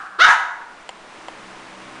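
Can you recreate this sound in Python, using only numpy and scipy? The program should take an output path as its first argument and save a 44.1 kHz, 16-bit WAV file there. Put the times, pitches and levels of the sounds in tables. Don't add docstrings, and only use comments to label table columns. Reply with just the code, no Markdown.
import sys
import numpy as np
from scipy import signal
from scipy.fft import rfft, irfft
from scipy.io import wavfile
from scipy.ndimage import uniform_filter1d

SR = 44100
rng = np.random.default_rng(int(sys.argv[2]) if len(sys.argv) > 2 else 0)


def dump_mix(stems):
    frames = np.atleast_2d(stems).T
    limited = np.clip(frames, -1, 1)
    pcm = np.round(limited * 32767).astype(np.int16)
    wavfile.write(sys.argv[1], SR, pcm)


N = 88200
T = np.arange(N) / SR
BIN_HZ = np.fft.rfftfreq(N, 1 / SR)


def amp(db):
    return 10 ** (np.asarray(db) / 20)


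def unit(x):
    return x / np.sqrt(np.mean(x ** 2) + 1e-20)


def steady(x):
    return x / np.sqrt(abs(uniform_filter1d(x ** 2, 220)) + 1e-12)


def curve(rows, column=1):
    rows = np.array(rows)
    return np.interp(T, rows[:, 0], rows[:, column])


def at_hz(points, hz):
    knots_hz, values = np.transpose(points)
    return np.interp(np.log(hz + 1), np.log(knots_hz + 1), values)


def colour(x, spectrum):
    log_gain = np.log(amp(at_hz(spectrum, abs(np.fft.fftfreq(8192, 1 / SR)))))
    response = np.exp(np.conj(signal.hilbert(log_gain)))
    taps = np.fft.ifft(response).real[:2048]
    return signal.fftconvolve(x, taps)[:N]


def noise(spectrum):
    return unit(irfft(rfft(rng.standard_normal(N)) * amp(at_hz(spectrum, BIN_HZ)), N))


def wander(cutoff_hz):
    return unit(irfft(rfft(rng.standard_normal(N)) / (1 + (BIN_HZ / cutoff_hz) ** 2) ** 2, N))


def room_noise():
    # freq_hz, density_db
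    spectrum = [(20, -10.5), (60, -13.5), (120, -15.5), (200, -6), (350, -3.5), (600, -3), (1050, 0),
                (1600, -4), (2500, -7.5), (4000, -14.5), (6500, -20), (10000, -25)]
    # time_s, level_db
    envelope = [(0, -48), (.4, -53.5), (.62, -45), (1, -43), (1.35, -40.5), (2, -39.5)]
    return noise(spectrum) * amp(curve(envelope) + .5 * wander(12))


def hum():
    # freq_hz, relative_db
    partials = [(129, -7.5), (193, -3), (258, -3), (323, -0.5), (581, -3.5)]
    # time_s, level_db
    envelope = [(0, -61), (.6, -69.5), (1.2, -55.5), (1.5, -50.5), (2, -47.5)]
    tone = np.zeros(N)
    for hz, db in partials:
        phase = 2 * np.pi * hz * T
        tone += amp(db) * (wander(2.2) * np.cos(phase) + wander(5.1) * np.sin(phase))
    return unit(tone) * amp(curve(envelope))


def handling_clicks():
    # start_s, gain_db, tilt_db_per_octave
    snaps = [(0.8913, -24.5, 1), (1.2835, -24.5, -2.3)]
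    # freq_hz, gain_db, t60_s
    casing_modes = [(500, 3, 0.015), (783, -0.5, 0.024), (1026, 1.5, 0.012), (2054, -2, 0.018),
                    (2790, -2, 0.017), (3120, 0, 0.012), (4600, -5, 0.0073), (7280, -6, .007),
                    (8800, -9, 0.0025)]
    # delay_s, gain
    bounces = [(0, 0.85), (.0012, 0.39), (.0031, .2), (.0047, -0.29)]
    out = np.zeros(N)
    t = T[:SR // 10]
    for start_s, snap_db, tilt in snaps:
        ring = np.zeros(len(t))
        for k, (hz, mode_db, t60_s) in enumerate(casing_modes):
            decay = amp(mode_db + tilt * np.log2(hz / 1000) - 60 * t / t60_s)
            ring += (-1) ** k * decay * np.sin(2 * np.pi * hz * t)
        for delay_s, gain in bounces:
            out[round((start_s + delay_s) * SR):][:len(t)] += amp(snap_db) * gain * ring
    return signal.sosfilt(signal.butter(2, 370, "high", fs=SR, output="sos"), out)


def earlier_bark():
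    # freq_hz, density_db
    spectrum = [(200, -34), (600, -36), (760, -6.5), (900, -22), (1100, -7), (1450, -5), (1650, -7),
                (2000, -24), (4000, -33.5), (9000, -43)]
    # time_s, level_db
    envelope = [(0, -33.5), (.07, -35), (.085, -39.5), (.17, -39), (.3, -73)]
    return noise(spectrum) * amp(curve(envelope)) * (T < envelope[-1][0])


def room(x):
    # freq_hz, t60_s
    decay_times = [(200, 0.98), (900, 0.96), (1500, 0.75), (2500, 0.59), (4000, 0.59), (9000, 0.65)]
    # freq_hz, gain_db, t60_s
    modes = [(968, -56.5, 0.88), (1280, -51, 0.53), (1433, -67.5, 1.12), (1476, -69.5, 0.97),
             (1676, -72, 0.71)]
    # delay_s, gain
    echoes = [(.0042, 0.23), (.0115, 0.14), (.019, -0.06), (.028, -0.22)]
    tail_db, build_s = -5.5, .016
    band_hz, frame_s, bands = signal.stft(rng.standard_normal(N), SR, nperseg=256)
    decay = amp(-60 * frame_s / at_hz(decay_times, band_hz)[:, None])
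    tail = signal.istft(bands * decay, SR)[1][:N] * np.minimum(T / build_s, 1)
    response = amp(tail_db) * tail / np.linalg.norm(tail)
    for hz, db, t60_s in modes:
        response += amp(db - 60 * T / t60_s) * np.cos(2 * np.pi * (hz * T + rng.random()))
    response[0] += 1
    for delay_s, gain in echoes:
        response[round(delay_s * SR)] += gain
    return signal.fftconvolve(x, response)[:N]


def breath_thump():
    # time_s, level_db
    envelope = [(.19, -94), (.22, -45), (.265, -36), (.285, -56), (.45, -63.5)]
    return wander(40.5) * amp(curve(envelope))


def vocal_folds(pitch_hz, roughness):
    jitter, puff_cycles = .13, .32
    break_span_s, break_depth, flap_ratio, drift_rad = [.219, .243], .9, .31, .61
    jittered_hz = pitch_hz * (1 + jitter * roughness * wander(451.7))
    cycles = np.cumsum(jittered_hz) / SR
    pulses = sum(np.cos(2 * np.pi * k * cycles) for k in range(1, 21))
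    flap = np.cos(2 * np.pi * flap_ratio * cycles + drift_rad * wander(60))
    pulses *= 1 + np.interp(T, break_span_s, [0, break_depth]) * flap
    puffs = np.exp(-(cycles % 1) / puff_cycles) * rng.standard_normal(N)
    return (1 - roughness) * unit(pulses) + roughness * unit(puffs)


def throat(drive):
    # freq_hz, gain_db
    lips_parting = [(150, -42), (350, -4), (520, -15), (850, -12), (1250, 3), (1500, 3.5), (2000, -18.5),
                    (3000, -16), (4200, -16.5), (6500, -36), (10000, -39)]
    mouth_open = [(150, -52), (400, -57), (560, -11.5), (730, -20), (950, -23), (1280, 0), (1470, 0),
                  (1800, -4), (2100, -8), (2450, -22.5), (2900, -12), (3250, -16.5), (3650, -11),
                  (4500, -22.5), (6200, -26), (7800, -45), (10000, -47.5)]
    nearly_shut = [(150, -50), (500, -43.5), (750, -9), (960, -2), (1130, -7.5), (1400, -8.5), (1680, 0),
                   (1950, -6.5), (2450, -19), (3700, -25), (4600, -34), (6800, -27.5), (8000, -37.5),
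                   (10000, -37.5)]
    opening_s, closing_s = [.1988, .209], [.242, .2844]
    parting = np.interp(T, opening_s, [1, 0])
    shut = np.interp(T, closing_s, [0, 1])
    return (parting * colour(drive, lips_parting)
            + (1 - parting - shut) * colour(drive, mouth_open)
            + shut * colour(drive, nearly_shut))


def bark():
    # time_s, pitch_hz, level_db, roughness
    gesture = [(.18, 335, -54, 0.07), (.192, 432.7, -19, 0.3), (.204, 616.5, -14, .32),
               (.217, 714.8, -7, .2), (.232, 747.6, -10.5, .25), (.252, 727.1, -8, .45),
               (.27, 650, -14.5, .55), (.29, 555.3, -13, .68), (.312, 475.3, -11.5, .65),
               (.335, 458.4, -17, 0.62), (.355, 446, -28, 0.5)]
    roughness = curve(gesture, 3)
    voice = throat(vocal_folds(curve(gesture, 1), roughness))
    shimmer_db = 2 * roughness * wander(400)
    gate = (T > gesture[0][0]) * (T < gesture[-1][0])
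    return steady(voice) * amp(curve(gesture, 2) + shimmer_db) * gate


def scene():
    dog = breath_thump() + room(bark()) + earlier_bark()
    return (dog + handling_clicks() + hum() + room_noise())[None]


def record(dry):
    ceiling, cutoff_hz = 1.07, 10080
    limited = dry / (1 + (dry / ceiling) ** 4) ** .25
    taps = signal.firwin(511, cutoff_hz, window=("kaiser", 8), fs=SR)
    return signal.oaconvolve(limited, taps[None], "same")


dry = scene()
out = record(dry)
dump_mix(out)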